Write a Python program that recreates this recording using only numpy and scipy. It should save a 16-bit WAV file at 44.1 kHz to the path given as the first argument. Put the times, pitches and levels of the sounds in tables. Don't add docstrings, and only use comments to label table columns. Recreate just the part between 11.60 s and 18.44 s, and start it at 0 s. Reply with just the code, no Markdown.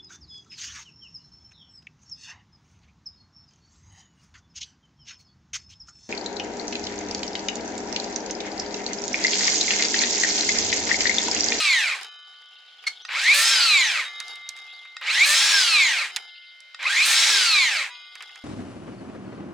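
import sys
import numpy as np
from scipy import signal
from scipy.fft import rfft, irfft, next_fast_len
from scipy.io import wavfile
from scipy.ndimage import uniform_filter1d

SR = 44100
rng = np.random.default_rng(int(sys.argv[2]) if len(sys.argv) > 2 else 0)


def put_to_file(sound):
    columns = np.atleast_2d(sound).T
    safe = np.clip(columns, -1, 1)
    whole_steps = np.round(safe * 32767)
    wavfile.write(sys.argv[1], SR, whole_steps.astype(np.int16))


def invert_db(level):
    return 10 ** (np.asarray(level, dtype=float) / 20)


N = 301644
T = np.arange(N) / SR

# (by the brake law, 1 s before halt)
PULLS = [
    (-1, 1100, 445, .452, 562),
    (1.4358, 1045, 440, 2.513, 585),
    (3.367, 1115, 445, 4.543, 590),
    (5.146, 1100, 450, 6.33, 595),
]
FACING_DB = [
    -1.4,
    0.12,
    0.091,
    .1,
]
# multiple_of_shaft, level_db, extra_braking_db, roughness_0_to_1, best_hz, spread_octaves
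WHINE_ORDERS = [(1.016, -43.5, 9, 0.25, 424, 0.27), (3.946, -21.5, 8, 0.12, 1940, 0.81),
                (4.96, -33.5, -2, 0.8, 1860, 0.95), (7.967, -7, -2, 0.17, 2110, 0.42),
                (9.01, -13.5, 0, 0.42, 2050, 0.59), (12.02, -29, 9.5, 0.97, 3000, 0.78),
                (13.08, -12.5, 0.8, 0.14, 4130, 0.72), (16.04, -17.5, 3.5, 0.31, 3100, 0.68),
                (17.76, -18, -5.5, 0.9, 2670, 0.57), (19.6, -26, -1, 0.1, 1700, 0.29),
                (25.96, -24.5, 0, 1, 4700, 0.74), (27.5, -29.5, 7, 0.5, 5900, 0.44)]
# shaft_hz, rattle_db, whine_over_rattle_db, climbing_air_over_rattle_db, braking_air_db
LOUDNESS_BY_SPEED = [(45.3, -28, 4, -41, -23.5), (90, -23.5, 1, -38, -18.5), (140, -21, -1, -25.5, -20),
                     (190, -22.5, -2.5, -10.5, -14), (287, -20, -2, -14, -18), (340, -19, -3, -7.5, -10.5),
                     (401, -16.5, -1, -6.5, -11.5), (432, -16, -2.5, -10, -10)]
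# freq_hz, level_db
RATTLE_COLOUR = [(15, -62), (25, -52), (273, -65), (385, -56.5), (457, -40), (571, -20.5), (730, -24),
                 (826, -15), (1350, -13.5), (1530, -5.5), (1910, -6.5), (2320, -1), (2760, -5), (4090, -1),
                 (9000, -20.5), (11700, -28), (19800, -120)]
# pitch_hz, t60_s, level_db
GUARD_MODES = [(2214, 0.098, -22), (4038, 0.062, -16), (7356, 0.09, -19.5), (8120, 0.053, -28.5)]
# pitch_hz, width_hz, lift_db
HOUSING_BOOMS = [(2288, 405, 7.5), (4106, 600, 3.5), (7040, 1200, 2)]
# freq_hz, level_db
FAN_COLOUR = [(3530, -36), (6000, 2.5), (8510, 1), (9280, -5.5), (10800, -9), (12800, -23.5),
              (15600, -18.5), (16800, -43)]
MESH_HZ = 50
SETTLE_S, BRAKE_POWER = .12, .68
BRAKE_RATTLE_DB, CUT_WHINE_DB = -0.43, -7
STALL_HZ, STALL_DB = 136, -10

# freq_hz, level_db
YARD_COLOUR = [(25, -29.5), (120, -17.5), (300, -30), (600, -2), (1000, -8), (2000, 2), (4000, 3.5),
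               (6000, -9.5), (10000, -33), (16500, -36)]
YARD_DB = -61.5
# middle_s, half_length_s, level_db
ENGINE_SWELLS = [
    (.6, 0.18, -85),
    (2.7, .3, -72.5),
    (6.8, .5, -90),
]

# start_s, fade_60db_s, crackles_per_s, level_db
DRAGS = [(.4, .5, 140, -43.5), (.7, 4.5, 350, -62), (1.24, 2, 270, -56), (2.45, 1.4, 130, -49),
         (2.7, 0.27, 1630, -45.5), (2.97, 1.6, 360, -53.5), (4.5, 0.55, 130, -47.5),
         (4.6, 0.28, 860, -50.5), (6.3, 1, 180, -56.5), (6.62, 1, 480, -53.5), (6.76, 1.5, 440, -62)]
DRAG_RISE_S = .3
TWIGS_DB, TWIGS_PER_S = -76.5, 230

# middle_s, half_length_s, level_db
BIRD_BOUTS = [
    (.9, .15, -57.5),
    (1.4, 0.22, -52.5),
    (2.7, 0.13, -55),
    (3.15, 0.13, -52),
    (4.78, 0.092, -51),
    (6.45, .35, -55),
]
BIRDS_REST_DB = -68
# time_s, pitch_hz, level_db
NEAR_CALL = [
    (1.41, 4900, -61),
    (1.425, 5800, -50),
    (1.45, 6300, -54),
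    (1.475, 5900, -46),
    (1.49, 4900, -66),
]

# start_s, crack_peak_db, knock_over_crack_db, left_minus_right_db
SNAPS_AND_CATCHES = [(0.412, -34, 3, 6), (0.4313, -32.5, -10, -15), (0.447, -32, -3, 0.0), (0.7351, -56, 8, 6),
                     (0.822, -57, 9, 0.5), (1.2395, -57, 22.5, -6), (1.49, -43, 15, -0.5), (1.508, -50, 14, 9),
                     (1.5333, -58, 36, 8), (2.602, -18.5, -9.5, -4), (2.6817, -28, -20, 2),
                     (2.7566, -33, -12, -2.0), (2.8907, -15, -24, -6), (2.965, -36, -5, -9), (2.9744, -39, -1, 3),
                     (2.9889, -36, -5, -8), (3.2523, -49.5, 11, 0), (3.414, -47, 18, -2), (3.4467, -41, 8.5, 6),
                     (4.562, -11, -8, -3.0), (4.5674, -15, -7, -7.5), (5.004, -38, -18.5, -6),
                     (5.194, -49, 19, 0.0), (5.229, -27, 3, -8), (6.554, -30, -2, -3), (6.6058, -43.5, 16, 2),
                     (6.624, -31, -1.5, -3.5), (6.6928, -49, 12.5, 0), (6.7577, -35, 1, -3)]

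# pitch_hz, t60_s, then level_db after each of the four stops
STOPPED_BLADE = [(982, 0.31, -29, -41, -24, -2.5), (1174, 3.8, -10, -13.5, -28, -19),
                 (1324, 1.6, -12, -19, -38, -32), (1401, 4, -16, -17.5, -12.5, -25),
                 (1475, 10.4, -7, -21, -12.5, -15.5), (1735, 1.58, -5.5, -6.5, -5, -27),
                 (1980, 0.25, -27, 3, -17.5, -2.5), (2095, 8.2, -14.5, -3.5, -2.5, -11.5),
                 (2464, 0.93, -8, -15, -20, -8), (2600, .5, -11, -34.5, -20, -20),
                 (3031, 0.88, -4, -27, -31, -37), (3070, 4.1, 1, -13, -2, -14),
                 (3340, 5, -24, -17, -22, -13), (3760, 3.36, -5, -2.5, -5.5, -12.5),
                 (3930, 1.2, -2.5, -13, -4, -12), (4980, 1.9, -14, -21, -7, -14.5),
                 (6500, 0.75, -18, -20, -42, -22.5), (7430, 0.4, -30.5, -32, -34, -36)]
# pitch_hz, beat_hz, then partner_share (ratio) after each of the four stops
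SPLIT_MODES = [(3785, 7.3, 0.36, 0.96, 0.42, 0.66), (3274, 4.32, 0.19, 0.34, 0.11, 0.51),
               (5400, 11, .2, .3, 0.3, .9)]
# start_s, damped_s, level_db
RING_OUTS = [
    (.42, 1.44, -48),
    (2.44, 3.45, -39),
    (4.48, 5.22, -47.5),
    (6.29, 6.9, -40),
]

# time_s, slip_rate_hz, level_db
SQUEAK_GLIDE = [
    (1.265, 2122, -42),
    (1.269, 2187, -21.5),
    (1.279, 2156, -19),
    (1.284, 2220, -26),
    (1.29, 2180, -42),
    (1.3, 2200, -53),
    (1.335, 2140, -68.5),
]

# start_s, peak_db
CLICKS = [
    (1.4506, -26),
    (3.3668, -25),
    (5.1458, -28),
]
# pitch_hz, t60_s, level_db
SWITCH_MODES = [(1490, 0.046, -8.5), (1880, 0.035, -5), (2670, 0.016, -2.5), (3770, 0.01, 7.5),
                (4900, 0.019, 3), (6930, .015, -6), (10000, .012, -33.5)]

# start_s, end_s, rasp_db, tooth_tone_db, blade_shake_db
WOOD_CUTS = [
    (1.74, 1.85, -27, -30.5, -28.5),
    (3.655, 3.76, -30.5, -30, -16.5),
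    (5.455, 5.555, -29, -36.5, -29.5),
]
TOOTH_PARTIALS_DB = [-13, -7, 8.5, -13, -35.5, -10]
# freq_hz, level_db
RASP_COLOUR = [(600, -69), (1500, -13.5), (2500, 15.5), (4500, -17), (6500, -6), (8500, 9), (10500, 5),
               (14000, -3), (17000, -21)]
# pitch_hz, t60_s, then level_db in each of the three cuts
SPINNING_BLADE = [(1356, 1.74, 2, -10, 11.5), (2562, 1.2, 5, -2.5, 0), (2810, .6, -14, -20, -11),
                  (3050, .6, -15.5, -22, -18), (3988, .5, -9, -18, -1), (6230, .4, 2, -6, -17.5),
                  (8200, .3, -9, -6, -18)]
TOOTH_START_HZ, TOOTH_END_HZ = 564, 622

# freq_hz, side_minus_mid_db
SIDE_COLOUR = [(60, -8), (110, -6), (200, -13), (380, -30.5), (700, -20.5), (1290, -14), (2380, -13),
               (4400, -7), (8120, -5.5), (15000, -5)]


def curve(rows):
    s, *columns = np.transpose(rows)
    return [np.interp(T, s, column) for column in columns]


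def unit(x):
    return x / np.sqrt(np.mean(x ** 2))


def colour(x, points):
    size = next_fast_len(len(x))
    hz, db = np.transpose(points)
    log_f = np.log(np.maximum(np.arange(size // 2 + 1) * SR / size, 1))
    gain = invert_db(np.interp(log_f, np.log(hz), db))
    return irfft(rfft(x, size) * gain, size)[:len(x)]


def walk(rate):
    k = max(int(SR / rate), 1)
    held = rng.standard_normal(N // 16)[np.arange(N) // max(k, 17)]
    return unit(uniform_filter1d(uniform_filter1d(held, k), k))


def ring(x, hz, t60):
    pole = np.exp(2j * np.pi * hz / SR - np.log(1000) / (t60 * SR))
    return signal.lfilter([1], [1, -pole], x).imag


def swells(rows):
    return sum(invert_db(db) * np.exp(-.5 * ((T - s) / half_s) ** 2) for s, half_s, db in rows)


def opposite(x):
    return x * np.array([[1], [-1]])


def spin(start_s, gain, free, halt_s, brake):
    age = np.maximum(T - start_s, 0)
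    short = gain * SETTLE_S
    knee_s = (free - short) / gain
    settling = free - short * np.exp((knee_s - age) / SETTLE_S)
    climb = np.where(age < knee_s, gain * age, settling)
    return np.minimum(climb, brake * np.maximum(halt_s - T, 0) ** BRAKE_POWER)


def gear_rattle(jolt, shaft_hz):
    knocks = jolt * invert_db(1.6 * walk(900)) * rng.standard_normal(N)
    rattle = unit(colour(knocks, RATTLE_COLOUR))
    rattle += sum(invert_db(db) * unit(ring(knocks, hz, t60)) for hz, t60, db in GUARD_MODES)
    bright = colour(rattle, [(1500, -25), (3500, -0.5), (6000, 1.5)])
    return rattle - bright * np.clip(1 - shaft_hz / 280, 0, .8)


def gear_whine(shaft_hz, turns, turning, braking):
    whine = np.zeros(N)
    for order, db, brake_db, rough, best_hz, octaves in WHINE_ORDERS:
        hz = np.maximum(order * shaft_hz[turning], 30)
        lift = 1 + sum(invert_db(g) / (1 + ((hz - f) / (w / 2)) ** 2) for f, w, g in HOUSING_BOOMS)
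        radiated = np.exp(-.5 * (np.log2(hz / best_hz) / octaves) ** 2)
        level = invert_db(2.0 * walk(15)[turning]) * (1 + rough * walk(150)[turning])
        phase = 2 * np.pi * order * turns + 2.35 * rough * walk(120)
        tone = level * np.sin(phase[turning])
        whine[turning] += invert_db(db + brake_db * braking[turning]) * lift * radiated * tone
    return whine


def motor(shaft_hz, turns):
    speed, *levels = np.transpose(LOUDNESS_BY_SPEED)
    rattle_db, whine_db, air_db, coast_db = (np.interp(shaft_hz, speed, c) for c in levels)
    on = uniform_filter1d(1. * (shaft_hz > MESH_HZ), size=200)
    braking = uniform_filter1d(1. * (np.gradient(shaft_hz) < 0), size=800)
    loaded = uniform_filter1d(sum(1. * (T > c[0]) * (T < c[1]) for c in WOOD_CUTS), size=800)
    facing_db = sum(db * (T >= b[0]) * (T < b[3]) for b, db in zip(PULLS, FACING_DB))
    jolt = 1 + 0.15 * np.cos(2 * np.pi * turns) + 0.1 * np.cos(2 * np.pi * turns / 4.8)
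    rattle = gear_rattle(jolt, shaft_hz)
    air = unit(colour(jolt * invert_db(1.3 * walk(40)) * rng.standard_normal(N), FAN_COLOUR))
    whine = gear_whine(shaft_hz, turns, on > 0, braking)
    mix = invert_db(-4.0 + BRAKE_RATTLE_DB * braking) * rattle
    mix += invert_db(air_db + (coast_db - air_db) * braking - 4.0) * air
    mix += invert_db(whine_db + 4.5 + CUT_WHINE_DB * loaded) * whine
    stall_db = STALL_DB * braking * np.clip(1 - shaft_hz / STALL_HZ, 0, 1)
    return on * invert_db(rattle_db + facing_db + stall_db) * mix


def yard():
    mid, side = (unit(colour(rng.standard_normal(N), YARD_COLOUR)) for _ in range(2))
    drone = swells(ENGINE_SWELLS) * invert_db(2.5 * walk(12)) * np.sin(2 * np.pi * 121 * T + .8 * walk(5.05))
    return invert_db(YARD_DB + 3.9 * walk(2.23)) * (mid + 0.69 * opposite(side)) + drone


def rustle():
    drags = []
    for s, fade_s, _, db in DRAGS:
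        fall = np.where(T < s, (s - T) / DRAG_RISE_S, (T - s) / fade_s)
        drags.append(invert_db(db - 60 * fall))
    gain = invert_db(TWIGS_DB) + sum(drags)
    busy = invert_db(TWIGS_DB) * TWIGS_PER_S + sum(d * row[2] for d, row in zip(drags, DRAGS))
    chance = busy / gain / SR
    sizes = invert_db(2.5 * np.minimum(rng.exponential(size=(2, N)), 3.5))
    clicks = (rng.random((2, N)) < chance) * sizes / np.sqrt(chance)
    smear = rng.standard_normal(400) * invert_db(-60 * np.arange(400) / SR / 0.018)
    bark = [(300, -14), (700, 6.5), (2200, -1), (5000, 3.0), (7500, -13.0), (11000, -18.0), (16500, -40)]
    mid, side = (unit(colour(signal.fftconvolve(c, smear)[:N], bark)) for c in clicks)
    return gain * (mid + 0.64 * opposite(side))


def birds():
    chirps, age = np.zeros(N + 1200), np.linspace(0, 1, 1200)
    for s, pitch, slide, size in rng.random((1500, 4)):
        hz = (2900 + 1500 * pitch ** 1.5) * (1 + 0.466 * (slide - .5) * age)
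        i = int(s * N)
        note = np.sin(np.pi * age) ** 2 * np.sin(2 * np.pi * np.cumsum(hz) / SR)
        chirps[i:i + 1200] += invert_db(7.3 * size) * note
    flock = chirps[:N] * walk(700)
    blur = rng.standard_normal((2, 6000)) * invert_db(-60 * np.arange(6000) / SR / 0.08)
    blur = blur[0] + .5 * blur
    far = unit(signal.fftconvolve(flock[None], blur, axes=1)[:, :N])
    far *= invert_db(BIRDS_REST_DB) + swells(BIRD_BOUTS)
    hz, db = curve(NEAR_CALL)
    call = np.sin(2 * np.pi * np.cumsum(hz) / SR + 1.3 * walk(340))
    return far + invert_db(db) * call * (T > NEAR_CALL[0][0]) * (T < NEAR_CALL[-1][0])


def snaps():
    out, age = np.zeros((2, N + 4000)), np.arange(4000) / SR
    crack_colour = [(1500, -42), (3800, 16.5), (7500, 8.5), (11000, 0.5), (16000, -41)]
    knock_colour = [(300, -23), (1200, 11.0), (2200, 16), (3500, 9), (6000, -48.0)]
    crack_fade = invert_db(-60 * age / 0.012) + invert_db(-25 - 60 * age / 0.12)
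    no_bass = signal.butter(2, 500, "high", fs=SR, output="sos")
    noises = rng.standard_normal((len(SNAPS_AND_CATCHES), 2, 4000))
    for (s, db, knock_db, pan_db), noise in zip(SNAPS_AND_CATCHES, noises):
        crack = colour(noise[0], crack_colour) * crack_fade
        knock = colour(noise[1], knock_colour) * invert_db(-60 * age / 0.081)
        snap = crack / abs(crack).max() + invert_db(knock_db - 1.5) * knock / abs(knock).max()
        i = int(s * SR)
        pan = np.array([[pan_db], [-pan_db]]) / 2
        out[:, i:i + 4000] += invert_db(db + pan) * signal.sosfilt(no_bass, snap)
    return out[:, :N]


def blade():
    out = np.zeros(N)
    for j, (t0, t1, db) in enumerate(RING_OUTS):
        part = slice(int(t0 * SR), int((t1 + .06) * SR))
        age = T[part] - t0
        song = np.zeros(len(age))
        for hz, t60, *db_after in STOPPED_BLADE:
            twin = sum(p[2 + j] * np.exp(2j * np.pi * p[1] * (age - .022))
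                       for p in SPLIT_MODES if abs(p[0] - hz) < 40)
            mode = ((1 + twin) * np.exp(2j * np.pi * hz * age)).imag
            song += invert_db(db_after[j] - 60 * age / t60) * mode
        rise = np.clip(age / 0.023, 0, 1)
        touch = np.clip((t1 - T[part]) / .05 + 1, 0, 1)
        out[part] += np.sqrt(2) * invert_db(db) * song * rise * touch
    return out


def squeak():
    hz, db = curve(SQUEAK_GLIDE)
    phase = 2 * np.pi * np.cumsum(hz) / SR + .4 * walk(400)
    grit_colour = [(500, -20), (1200, 3.5), (5500, 6), (9000, -6.5), (16000, -32)]
    grit = unit(colour(rng.standard_normal(N), grit_colour))
    tone = np.sin(phase) + invert_db(-3.5) * np.sin(2 * phase) + invert_db(-8) * grit
    return invert_db(db) * tone * (T > SQUEAK_GLIDE[0][0]) * (T < SQUEAK_GLIDE[-1][0])


def trigger():
    taps = np.zeros(N)
    for s, db in CLICKS:
        for lag_s, bounce_db in (0, 0.5), (.0015, 5), (.004, -10.5), (.007, -11.5):
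            taps[int((s + lag_s) * SR)] = invert_db(db + bounce_db)
    click = sum(invert_db(db) * ring(taps, hz, t60) for hz, t60, db in SWITCH_MODES)
    return invert_db(-10) * colour(click, [(300, -38), (1100, 0.5), (9000, -5.5), (15000, -39)])


def cutting(shaft_hz):
    rate_rows = []
    for c in WOOD_CUTS:
        rate_rows += [(c[0], TOOTH_START_HZ), (c[1], TOOTH_END_HZ)]
    teeth = np.cumsum(curve(rate_rows)[0]) / SR
    tone = np.zeros(N)
    for k, db in enumerate(TOOTH_PARTIALS_DB, 1):
        tone += invert_db(db) * (1 + 0.16 * walk(90)) * np.sin(2 * np.pi * k * teeth)
    tearing = (1 + 0.56 * np.cos(2 * np.pi * teeth)) * invert_db(1.6 * walk(200)) * rng.standard_normal(N)
    rasp = unit(colour(tearing, RASP_COLOUR))
    out = np.zeros(N)
    for j, (t0, t1, rasp_db, tone_db, shake_db) in enumerate(WOOD_CUTS):
        bite = np.interp(T, [t0, t0 + 0.0027, t1 - .02, t1], [0, 1, 0.96, 0.001])
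        out += bite * (invert_db(rasp_db) * rasp + invert_db(tone_db) * tone)
        part = slice(int(t0 * SR), int((t0 + 0.61) * SR))
        shove = (bite * rng.standard_normal(N))[part]
        song = sum(invert_db(row[2 + j]) * ring(shove, row[0], row[1]) for row in SPINNING_BLADE)
        out[part] += invert_db(shake_db - 41.5) * song * np.clip(shaft_hz[part] / 150 - 1.2, 0, 1)
    return out


def scene():
    shaft_hz = sum(spin(*pull) for pull in PULLS)
    turns = np.cumsum(shaft_hz) / SR
    saw = motor(shaft_hz, turns) + cutting(shaft_hz) + blade() + trigger() + squeak()
    t60_s = np.array([[.14], [.2]])
    scatter = rng.standard_normal((2, 9000)) * invert_db(-60 * np.arange(9000) / SR / t60_s)
    near, far = (signal.fftconvolve(saw, r / np.sqrt(np.sum(r ** 2)))[:N] for r in scatter)
    side = colour(near, SIDE_COLOUR) - 0.044 * saw
    return saw + invert_db(-10.5) * far + opposite(side) + snaps() + rustle() + birds() + yard()


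def band_limit(x):
    return signal.sosfilt(signal.butter(12, 16970, fs=SR, output="sos"), x)


def record(dry):
    soft = np.tanh(1.93 * dry) / 1.847
    bass = signal.sosfilt(signal.butter(1, 330, fs=SR, output="sos"), soft)
    return band_limit(soft - 0.59 * bass)


dry = scene()
out = record(dry)
put_to_file(out)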